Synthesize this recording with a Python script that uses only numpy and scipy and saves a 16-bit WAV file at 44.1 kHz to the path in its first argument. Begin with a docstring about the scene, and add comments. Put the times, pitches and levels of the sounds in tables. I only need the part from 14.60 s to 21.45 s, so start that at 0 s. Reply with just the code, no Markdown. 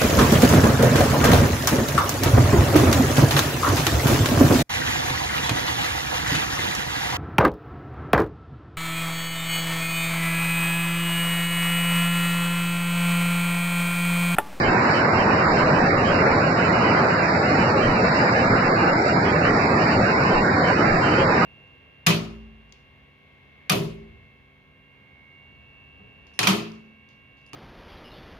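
"""Muddy floodwater pours down a street and piles up against a stranded bus, heard from above for 6.85 s.
From the start the wave at the bus rumbles as deep noise over soft low buffets that come and go; the current
roars in shaded noise and gurgles with ringing bubbles, thinned by narrow gaps to a watery warble; thin tones
glint, spray hisses and spurts, and the treble flickers open and shut a few times a second. Soon crests slap
down in short noise bursts, brief soft ticks come in the treble, and from 1.1 s short low rings rise in pitch."""
import sys
import numpy as np
from scipy import signal
from scipy.fft import rfft, irfft
from scipy.io import wavfile
from scipy.ndimage import uniform_filter1d

SR = 44100
rng = np.random.default_rng(int(sys.argv[2]) if len(sys.argv) > 2 else 0)


def dump_mix(stems):
    """Bounce the given channels to the path in sys.argv[1] as a 16-bit WAV at rate SR."""
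    frames = np.atleast_2d(stems).T  # one column per channel
    limited = np.clip(frames, -1, 1)  # hard clip at full scale
    pcm = np.round(limited * 32767).astype(np.int16)
    wavfile.write(sys.argv[1], SR, pcm)


N = 302085
SIZE, HOP = 1024, 256  # short-time spectrum: window and step, in samples
HZ = np.fft.rfftfreq(SIZE, 1 / SR)
FRAMES = N // HOP + 5
FRAME_S = np.arange(FRAMES) * HOP / SR


def gain_of(db):
    """Decibels to amplitude."""
    return 10 ** (np.asarray(db) / 20)


def evened(x):
    """Scales to rms 1."""
    return x / np.sqrt(np.mean(x ** 2) + 1e-20)


def steadied(x, seconds=0.1):
    """Evens out chance swells, so that the level can follow the flow."""
    power = np.mean(np.atleast_2d(x) ** 2, 0)
    smooth = uniform_filter1d(power, int(seconds * SR))
    smooth = uniform_filter1d(smooth, int(seconds * SR / 2))
    return x / np.sqrt(smooth + 1e-12)


def read(points, hz=HZ):
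    """A table over frequency, at every bin or at given frequencies."""
    f, value = np.transpose(points)
    return np.interp(np.log(hz + 1), np.log(np.sort(f) + 1), value)


def level(table, order):
    """One dB column of a time table, as a gain at every sample."""
    rows = np.asarray(table)
    return gain_of(np.interp(np.arange(N) / SR, rows[:, 0], rows[:, order]))


def per_frame(table):
    """A table over time, one value a frame."""
    return np.interp(FRAME_S, *np.transpose(table))


def per_sample(frames):
    """Frame values joined by straight lines."""
    return np.interp(np.arange(N) / HOP, np.arange(FRAMES), frames)


def bell(t, peak_s, rise_s, fall_s):
    """A swell of height 1 with its own rise and fall times."""
    return np.exp(-((t - peak_s) / np.where(t < peak_s, rise_s, fall_s)) ** 2)


def humps(events, rise_s, fall_s):
    """Each (time, height) swells and dies away; one value a frame."""
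    return sum(height * bell(FRAME_S, s, rise_s, fall_s) for s, height in events)


def wander(seconds):
    """Smooth chance over time, one value a frame, spread 1."""
    cycles = np.fft.rfftfreq(FRAMES, HOP / SR) * seconds
    return evened(irfft(rfft(rng.standard_normal(FRAMES)) * np.exp(-2 * cycles ** 2), FRAMES))


def patches(seconds, width_hz):
    """Smooth chance over time and frequency, spread 1."""
    z = np.fft.rfft2(rng.standard_normal((FRAMES, len(HZ))))
    along = np.fft.fftfreq(FRAMES, HOP / SR)[:, None] * seconds
    across = np.fft.rfftfreq(len(HZ), HZ[1]) * width_hz
    return evened(np.fft.irfft2(z * np.exp(-2 * (along ** 2 + across ** 2)), (FRAMES, len(HZ))))


# stereo lean before it is widened where the sides differ: f/Hz, level/dB [left minus right]
SIDE_LEAN = [(300, 0), (800, -0.26), (1500, -1.5), (2000, -2.5), (2600, -8.5), (3800, -0.5), (4800, -1),
             (5400, -6), (5900, -9), (6800, 1.5), (7200, -1), (7900, -3)]
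# how alike left and right are, relative to the first row: f/Hz, likeness [no unit]
SIDE_LIKENESS = [(230, 0.82), (320, 1), (410, 0.65), (560, 0.84), (700, 0.25), (900, 0.16), (1100, 0.0),
                 (1350, 0.18), (2000, 0.02)]
# the roar reaches the right port first: f/Hz, phase/rad [by which the left lags]
LEFT_LAG = [(300, 0.021), (500, 0), (720, 0.93), (900, 0.81), (1050, 0)]


def at_ports(z):
    """Two unrelated short-time spectra become a microphone pair: one in the bass, apart in the treble."""
    likeness = read(SIDE_LIKENESS)
    same = np.clip(likeness / likeness[0], -0.985, 1)
    mid = np.sqrt((1 + same) / 2) * z[0]
    side = np.sqrt((1 - same) / 2) * z[1]
    # long waves reach both ports alike
    lean = gain_of(read(SIDE_LEAN) * (2.5 - np.clip(likeness, -1, 1) ** 2))
    left = (mid + side) * lean * np.exp(-1j * read(LEFT_LAG))
    return np.array([left, mid - side]) / np.sqrt(1 + lean ** 2)


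def to_sound(z):
    """Short-time spectra to samples of rms 1."""
    return evened(signal.istft(z.transpose(0, 2, 1), nperseg=SIZE, noverlap=SIZE - HOP)[1][:, :N])


def rush(spectrum, field_db=0):
    """Countless bursts merged into noise of a given colour, shaded over time and frequency."""
    a, b = rng.standard_normal((2, 2, FRAMES, len(HZ)))
    return to_sound(at_ports(a + 1j * b) * gain_of(read(spectrum) + field_db))


def low_noise(spectrum):
    """Deep noise of a given colour, the same at both ports."""
    hz = np.fft.rfftfreq(N, 1 / SR)
    return evened(irfft(rfft(rng.standard_normal(N)) * gain_of(read(spectrum, hz)), N))


# surging of the water, before each layer's trim: t/s, level/dB [rumble], level/dB [roar], level/dB [splash]
WATER_FLOW = [(0.0, -24.5, -23.5, -21.5), (0.28, -24.5, -23.5, -19.5), (0.35, -26.5, -23.0, -20.5),
              (0.77, -22.5, -22.0, -20.5), (0.84, -26, -23, -20.0), (1.12, -22.0, -21, -21),
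              (1.33, -23.5, -21.5, -21.5), (1.4, -24, -23, -22.0), (1.68, -23.5, -21.0, -20.5),
              (1.89, -23.5, -23.5, -22.0), (2.38, -23.5, -21.5, -20), (2.52, -26, -23.5, -21.5),
              (2.66, -26, -25, -21.5), (2.8, -25.0, -22, -23), (3.01, -21, -22.5, -20.5),
              (3.08, -23.5, -23.5, -22), (3.15, -26.5, -20, -22.5), (3.29, -22, -23, -22),
              (3.78, -25.0, -22.5, -20), (3.92, -20.5, -22, -20.0), (3.99, -24, -24.0, -21),
              (4.13, -26, -22, -21.0), (4.2, -24.5, -24, -20), (4.27, -25, -21.5, -20.5),
              (4.41, -27, -22.5, -22), (4.48, -29, -22, -22.0), (4.55, -22, -23, -22.0),
              (5.04, -24, -22.5, -21), (5.32, -23.0, -22.5, -22), (5.39, -19, -21.5, -23.0),
              (5.53, -27, -23.5, -20), (5.67, -21.5, -23.5, -20.5), (5.74, -28, -21.5, -20.5),
              (5.81, -25.0, -21.0, -21.5), (5.95, -22.5, -24.5, -21.5), (6.09, -25.0, -21.5, -19.5),
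              (6.16, -25.5, -23.0, -22.0), (6.23, -21, -21, -20), (6.44, -26, -24, -21.5),
              (6.51, -22, -22.5, -21), (6.72, -25.5, -21.0, -21.0), (6.79, -22.5, -23.0, -19)]
# the strongest low buffets, before trim: t/s [at the peak], level/dB
LOW_BUFFETS = [(0.08, -31), (0.61, -36), (0.93, -30), (1.06, -32), (1.23, -32), (1.41, -35), (1.53, -36),
               (1.74, -38), (3.3, -27), (3.92, -36), (4.08, -35), (4.35, -39), (4.72, -43), (4.92, -34),
               (5.39, -34), (5.79, -27), (6.35, -29), (6.66, -31)]
# colours of the buffets and of the rumble: f/Hz, level/dB [per Hz, relative]
BUFFET_COLOUR = [(3, -17), (14, 6.5), (24, 11.5), (34, 2.5), (46, -13), (65, -56)]
RUMBLE_COLOUR = [(42, -55), (52, -15.5), (62, -11), (82, -4), (108, -0.5), (135, -1.5), (162, 2),
                 (200, -0.5), (240, 0), (310, -7), (450, -20), (900, -85.5)]
BUFFET_S, BUFFET_FLOOR_DB = 0.058, -68  # rise and fall time; bed between buffets, before trim


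def wave(rumble_db=0.05, buffet_db=-2, throb_db=0.95, throb_s=0.048):
    """Big pockets of air throb where the water heaps up and folds over; soft buffets lie beneath."""
    throb = per_sample(gain_of(throb_db * wander(throb_s)))
    throbbing = steadied(throb * low_noise(RUMBLE_COLOUR), seconds=0.13)
    rumble = gain_of(rumble_db) * level(WATER_FLOW, order=1) * throbbing
    peaks = [(s, gain_of(db)) for s, db in LOW_BUFFETS]
    push = gain_of(BUFFET_FLOOR_DB) + humps(peaks, BUFFET_S, BUFFET_S)
    return rumble + gain_of(buffet_db) * per_sample(push) * low_noise(BUFFET_COLOUR)


# moments when the treble dulls or brightens briefly: t/s, f/Hz [upper edge of the splash], side [L or R]
TREBLE_FLICKERS = [(0.121, 2560, "R"), (0.501, 2526, "R"), (0.879, 2243, "R"), (1.0, 3140, "L"),
                   (1.27, 2920, "L"), (1.35, 2480, "R"), (1.491, 3400, "R"), (1.7, 2840, "L"),
                   (1.735, 2564, "R"), (2.599, 2470, "R"), (2.639, 3020, "L"), (2.8, 2630, "R"),
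                   (2.932, 2900, "L"), (3.189, 2740, "L"), (3.276, 3260, "R"), (3.38, 2960, "L"),
                   (3.521, 2370, "R"), (3.621, 3230, "L"), (3.68, 2467, "R"), (3.7, 2810, "L"),
                   (3.937, 2440, "R"), (4.01, 3120, "L"), (4.14, 2543, "R"), (4.21, 2900, "L"),
                   (4.341, 2380, "R"), (4.47, 2910, "L"), (4.569, 2294, "R"), (4.692, 3480, "R"),
                   (4.729, 2860, "L"), (4.85, 2960, "L"), (5.069, 2440, "R"), (5.31, 2750, "L"),
                   (5.51, 2770, "L"), (5.581, 2713, "R"), (5.751, 3290, "L"), (5.92, 2415, "R"),
                   (6.028, 2340, "R"), (6.139, 2760, "L"), (6.572, 3130, "L"), (6.581, 3496, "R"),
                   (6.69, 2506, "R")]
# slow drift of the splash's upper edge on the left: t/s, f/Hz
LEFT_EDGE = [(0, 2700), (0.8, 2894), (0.9, 2050), (2.18, 2026), (2.28, 3145), (2.5, 3080), (2.75, 2280),
             (3.4, 2397), (3.88, 2056), (4.2, 2457), (4.95, 2215), (5.45, 2030), (5.7, 2395), (6.7, 2417),
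             (6.8, 3000)]
RIGHT_EDGE_HZ, FLICKER_S = 2950, 0.045  # usual edge on the right; rise and fall time of a flicker
EDGE_WANDER_HZ, EDGE_WANDER_S = 120, 0.03435


def treble_edge():
    """Where the top of the treble sits on each side, in Hz: it wanders, and jumps at the marked moments."""
    sides = []
    for side, usual in (("L", per_frame(LEFT_EDGE)), ("R", RIGHT_EDGE_HZ)):
        jumps = [(s, hz) for s, hz, where in TREBLE_FLICKERS if where == side]
        pull = humps([(s, 1) for s, hz in jumps], FLICKER_S, FLICKER_S)
        wandering = usual + EDGE_WANDER_HZ * wander(EDGE_WANDER_S)
        sides.append((1 - pull) * wandering + humps(jumps, FLICKER_S, FLICKER_S))
    return np.array(sides)


def flicker(edge_hz, hz_per_db):
    """dB shading that slopes down above a moving edge, so the top of a band opens and closes."""
    return -np.clip((HZ - edge_hz[:, :, None]) / hz_per_db, 0, 70)


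# colours of the roar and of the splash, before shading: f/Hz, level/dB [per Hz, relative]
ROAR_COLOUR = [(120, -50.5), (230, -12), (320, -2.5), (480, -2), (660, -2), (820, -2.5), (1000, -11.5),
               (1400, -41.5), (2600, -79)]
SPLASH_COLOUR = [(400, -37), (700, -13), (880, -2), (1020, -1), (1400, -2), (1800, -4), (2200, -8),
                 (2700, -10.5), (3100, -11.5), (3400, -17), (3550, -86.5)]


def current(edge_hz, roar_db=0.6, splash_db=0.0, lap_left_db=0.66, lap_right_db=0.17, surge_s=0.045,
            churn_db=1.23, slosh_db=2.0, knee_share=0.46, knee_hz=980):
    """White water comes in quick surges: each breaking crest lights up a patch of the spectrum for a moment."""
    churn = churn_db * patches(0.06, 110)
    roar = level(WATER_FLOW, order=2) * steadied(rush(ROAR_COLOUR, churn), seconds=0.2)
    # a knee below the edge, then the edge itself
    top = flicker(knee_hz + knee_share * edge_hz, hz_per_db=15) + flicker(edge_hz, hz_per_db=11)
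    laps = np.array([lap_left_db * wander(surge_s), lap_right_db * wander(surge_s)])[:, :, None]
    laps = laps * np.minimum(HZ / 1500, 1.5)  # stronger higher up
    slosh = slosh_db * patches(0.037, 140)
    splash = steadied(rush(SPLASH_COLOUR, slosh + laps + top), seconds=0.12)
    return gain_of(roar_db) * roar + gain_of(splash_db) * level(WATER_FLOW, order=3) * splash


BUBBLES_DB, BUBBLES_PER_S = -36, 420  # rms level about which the flow moves them; births on both sides together


def bubbles(low_hz=280, high_hz=1700, cycles=11, rise=0.07, spread_db=1.0, count=36):
    """Trapped bubbles ring for a few cycles, rising in pitch as they near the surface."""
    out = np.zeros((2, N))
    t = np.arange(SR // 6) / SR
    for hz in np.geomspace(low_hz, high_hz, count):
        age = hz * t / cycles
        tone = np.sin(2 * np.pi * hz * t * (1 + rise * np.minimum(age, 5) / 2))
        ring = tone * np.exp(-age) * (1 - np.exp(-hz * t)) ** 3
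        born = rng.random((2, N)) < BUBBLES_PER_S / (2 * count * SR)
        sizes = gain_of(spread_db * np.minimum(rng.exponential(1, N), 4))
        out += signal.oaconvolve(born * sizes, ring[None], axes=1)[:, :N]
    z = signal.stft(out, nperseg=SIZE, noverlap=SIZE - HOP)[2].transpose(0, 2, 1)
    return gain_of(BUBBLES_DB) * evened(level(WATER_FLOW, order=2)) * to_sound(at_ports(z))


# how readily narrow gaps open: f/Hz, added chance [spreads]
GAP_BAND = [(400, -3), (750, -0.54), (950, -0.2), (1120, -0.05), (1350, -0.3), (1800, -0.17), (2300, 0.4),
            (2900, -2.5)]
# the gaps grow more frequent, then rarer: t/s, added chance [spreads]
GAP_DRIFT = [(0, -0.22), (2.3, -0.33), (3.2, -0.1), (4.5, 0.1), (6.3, -0.13), (6.8, -0.2)]


def narrow_gaps(water, gap_db=-26, rarity=0.69, size=4096):
    """The gurgling is thinned by narrow gaps in what both sides share: a watery warble."""
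    middle = water.mean(0)
    overlap = size - size // 4
    hz, t, z = signal.stft(middle, SR, nperseg=size, noverlap=overlap)
    chance = uniform_filter1d(rng.standard_normal(z.shape), size=9, axis=0)
    chance = evened(uniform_filter1d(chance, size=6, axis=1))
    chance = evened(uniform_filter1d(chance, size=3, axis=0))
    chance = chance + read(GAP_BAND, hz)[:, None] + np.interp(t, *np.transpose(GAP_DRIFT))
    gaps = gain_of(gap_db * np.clip(2 * (chance - rarity), 0, 1))
    return water - middle + signal.istft(z * gaps, nperseg=size, noverlap=overlap)[1][:N]


def glints(edge_hz, glint_db=-23, seconds=0.08, step_s=0.075, spacing_hz=150, under_hz=90, spread_db=4,
           lowest_hz=2150, count=4):
    """Just under its upper edge the treble breaks into short, thin, flickering tones."""
    out = np.zeros((2, N + SR))
    for side, reach in enumerate(edge_hz):
        starts = np.arange(0, N / SR, step_s)
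        for start in starts + step_s * rng.uniform(-0.5, 0.5, len(starts)):
            length_s = seconds * rng.uniform(0.6, 1.4)
            t = np.arange(int(length_s * SR)) / SR
            shape = signal.windows.tukey(len(t), 0.8)
            late, detune, phase, size, bend = rng.uniform(-1.4, 1, (5, count))
            top_hz = np.interp(start + length_s / 2, FRAME_S, reach) - under_hz
            hz = top_hz - spacing_hz * (np.arange(count) + (detune + detune[0]) / 4)
            db = glint_db + read(SPLASH_COLOUR, hz) + spread_db * size
            db = db + (1 - side) * read(SIDE_LEAN, hz)  # the lean acts on the left only
            db = db - np.maximum(lowest_hz - hz, 0) / 20  # low tones fade out
            turns = hz[:, None] * t + phase[:, None] + bend[:, None] * (t / length_s) ** 2
            tones = gain_of(db)[:, None] * shape * np.sin(2 * np.pi * turns)
            for at, tone in zip(start + late * step_s / 4, tones):
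                out[side, int(abs(at) * SR):][:len(t)] += tone
    return out[:, :N]


# colours of the lower and of the upper hiss, before shading: f/Hz, level/dB [per Hz, relative]
LOWER_HISS = [(3570, -79), (3680, -5.5), (3820, 1.5), (4200, 3.5), (4800, 6.5), (5300, 2.5), (5800, -3.5),
              (6100, -5), (6350, -25), (6500, -53)]
UPPER_HISS = [(6580, -45), (6700, -5.5), (6850, 2), (7200, 2), (7600, -4), (7950, -11.5), (8300, -15),
              (8700, -23.5)]
# spurts of spray from breaking crests: t/s [at the peak], level/dB [rise]
SPRAY_SPURTS = [(0.33, 3.5), (0.97, 3), (1.91, 1), (2.73, 1.5), (2.97, 2), (3.13, 1), (3.55, 3), (3.76, 2),
                (4.2, -1), (4.51, 2), (4.8, -1), (5.08, 2.5), (5.29, 2.5), (5.65, 1.5), (6.04, 2),
                (6.44, 1.5), (6.8, 1.5)]
# brief soft ticks in the treble: t/s [at the peak], level/dB [against the lower hiss before spurts]
TREBLE_TICKS = [(0.872, -9), (4.335, 0), (4.483, -0.5), (4.908, -9), (4.97, -6), (5.036, -4)]
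SPURT_RISE_S, SPURT_FALL_S = 0.11, 0.099
TICK_RISE_S, TICK_FALL_S = 0.0017, 0.0044


def spray(edge_hz, lower_db=-40.0, upper_db=-53, spatter_db=1.0, streak_db=2.8, tick_upper_db=5):
    """Hiss in two bands spurts with the crests, opens and closes at the top as the treble flickers, and ticks
    now and then."""
    spatter = spatter_db * patches(0.026, 1100) + streak_db * patches(0.1, 100)
    right_edge = edge_hz[1:]  # moves the top of both sides
    lower = gain_of(lower_db) * rush(LOWER_HISS, spatter + flicker(right_edge + 3020, hz_per_db=0.5))
    upper = gain_of(upper_db) * rush(UPPER_HISS, spatter + flicker(right_edge + 5200, hz_per_db=17))
    t = np.arange(N) / SR
    ticks = sum(gain_of(db) * bell(t, s, TICK_RISE_S, TICK_FALL_S) for s, db in TREBLE_TICKS)
    spurts = per_sample(gain_of(humps(SPRAY_SPURTS, SPURT_RISE_S, SPURT_FALL_S)))
    return spurts * (lower + upper) + ticks * (lower + gain_of(tick_upper_db) * upper)


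# crests that slap down and throw spray, before trims:
# t/s [at the peak], level/dB [splash], level/dB [spray], share on the right [0-1, of power]
CREST_SLAPS = [(0.25, -31, -50, 0.2), (0.32, -36, -36, 0.7), (0.851, -26, -45, 0.5), (0.924, -29, -35, .95),
               (1.0, -23, -31.5, 0.6), (1.254, -33, -50, .05), (1.315, -22.5, -39, 0.95),
               (1.667, -22, -43, 0), (2.278, -29, -38, .03), (2.692, -23, -35, .65), (2.9, -30, -41, 0.2),
               (3.521, -26, -33, 0.2), (3.599, -23, -39, 0.05), (3.688, -21.5, -36, 0.2),
               (4.279, -33, -34, .05), (4.48, -37, -34, 1), (4.535, -38, -39, 1), (4.709, -32, -34, .03),
               (4.86, -18.5, -32, 0.6), (5.265, -22, -40, 0.4), (5.316, -29, -29, 0.2),
               (5.509, -25, -31, 0.3), (6.42, -34, -35.5, 0.3), (6.753, -27, -39, 0.1)]
SLAP_RISE_S, SLAP_HOLD_S, SLAP_FALL_S = 0.008, 0.014, 0.024
SLAP_HZ, SLAP_SPRAY_HZ = (1250, 2250), (3900, 5450)  # pass bands


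def band_burst(band_hz, length):
    """Band-passed noise of rms 1, unrelated on the two sides."""
    sos = signal.butter(12, band_hz, "bandpass", fs=SR, output="sos")
    return evened(signal.sosfilt(sos, rng.standard_normal((2, length))))


def slaps(splash_db=0.0, spray_db=-6.5):
    """A crest hits the water: a knot of small bubbles, as a noise burst, with a hiss of spray."""
    out = np.zeros((2, N + SR))
    t = np.arange(SR // 6) / SR
    fall = np.exp(-np.maximum(t - SLAP_RISE_S - SLAP_HOLD_S, 0) / SLAP_FALL_S)
    shape = np.minimum(t / SLAP_RISE_S, 1) * fall
    for s, body_db, hiss_db, right in CREST_SLAPS:
        body = gain_of(splash_db + body_db) * band_burst(SLAP_HZ, len(t))
        hiss = gain_of(spray_db + hiss_db) * band_burst(SLAP_SPRAY_HZ, len(t))
        sides = np.sqrt(np.clip([[1 - right], [right]], 0, 1))
        start = int((s - SLAP_RISE_S - SLAP_HOLD_S / 2) * SR)
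        out[:, start:start + len(t)] += sides * shape * (body + hiss)
    return out[:, :N]


# moments when the gurgling thins briefly: t/s, f/Hz [centre]
THIN_MOMENTS = [(0.94, 1400), (1.3, 1050), (1.45, 1360), (2.89, 904), (3.24, 880), (3.76, 1050),
                (3.79, 1310), (4.15, 930), (4.39, 1100), (4.42, 1130), (4.52, 1100), (4.62, 1170),
                (4.8, 1010), (5.45, 920), (5.55, 1660), (5.66, 1360), (5.8, 1335), (6.15, 795), (6.3, 1050)]
HOLLOW_DB = -29.5  # depth of one gap; overlapping gaps add up


def hollowed(water, seconds=0.024, width_hz=110):
    """Short gaps open in what both sides share, so the water warbles."""
    middle = water.mean(0)
    hz, t, z = signal.stft(middle, SR, nperseg=SIZE, noverlap=SIZE - HOP)
    depth = sum(np.exp(-((t - s) / seconds) ** 2 - ((hz[:, None] - centre) / width_hz) ** 2)
                for s, centre in THIN_MOMENTS)
    thinned = signal.istft(z * gain_of(HOLLOW_DB * depth), nperseg=SIZE, noverlap=SIZE - HOP)[1][:N]
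    return water - middle + thinned


# short low rings that rise in pitch: t/s [onset], level/dB [before decay], f/Hz [starting pitch]
LOW_RINGS = [(1.076, -15, 627), (1.222, -18, 484), (1.62, -14, 582), (2.795, -16, 654), (3.443, -11.5, 617),
             (5.124, -15, 571), (5.38, -18, 346), (6.1, -13.5, 727), (6.583, -14, 526)]


def low_rings(cycles=7, rise=0.09):
    """A low tone rings for a few cycles, rising in pitch as it dies away."""
    out = np.zeros(N + SR)
    t = np.arange(SR // 6) / SR
    for s, db, hz in LOW_RINGS:
        age = hz * t / cycles
        turns = hz * t * (1 + rise * age / 2) + rng.random()
        ring = np.sin(2 * np.pi * turns) * np.exp(-age) * (1 - np.exp(-hz * t))
        out[int(s * SR):][:len(t)] += gain_of(db) * ring
    return out[:N]


def scene():
    """The whole torrent."""
    edge_hz = treble_edge()
    gurgling = narrow_gaps(hollowed(current(edge_hz) + bubbles()))
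    return wave() + gurgling + glints(edge_hz) + spray(edge_hz) + slaps() + low_rings()


CUT_HZ = 8500


def record(dry):
    """A steep low-pass limits the band."""
    low_pass = signal.firwin(511, CUT_HZ, window=("kaiser", 9), fs=SR)
    return signal.oaconvolve(dry, low_pass[None], "same")


dry = scene()
out = record(dry)
dump_mix(out)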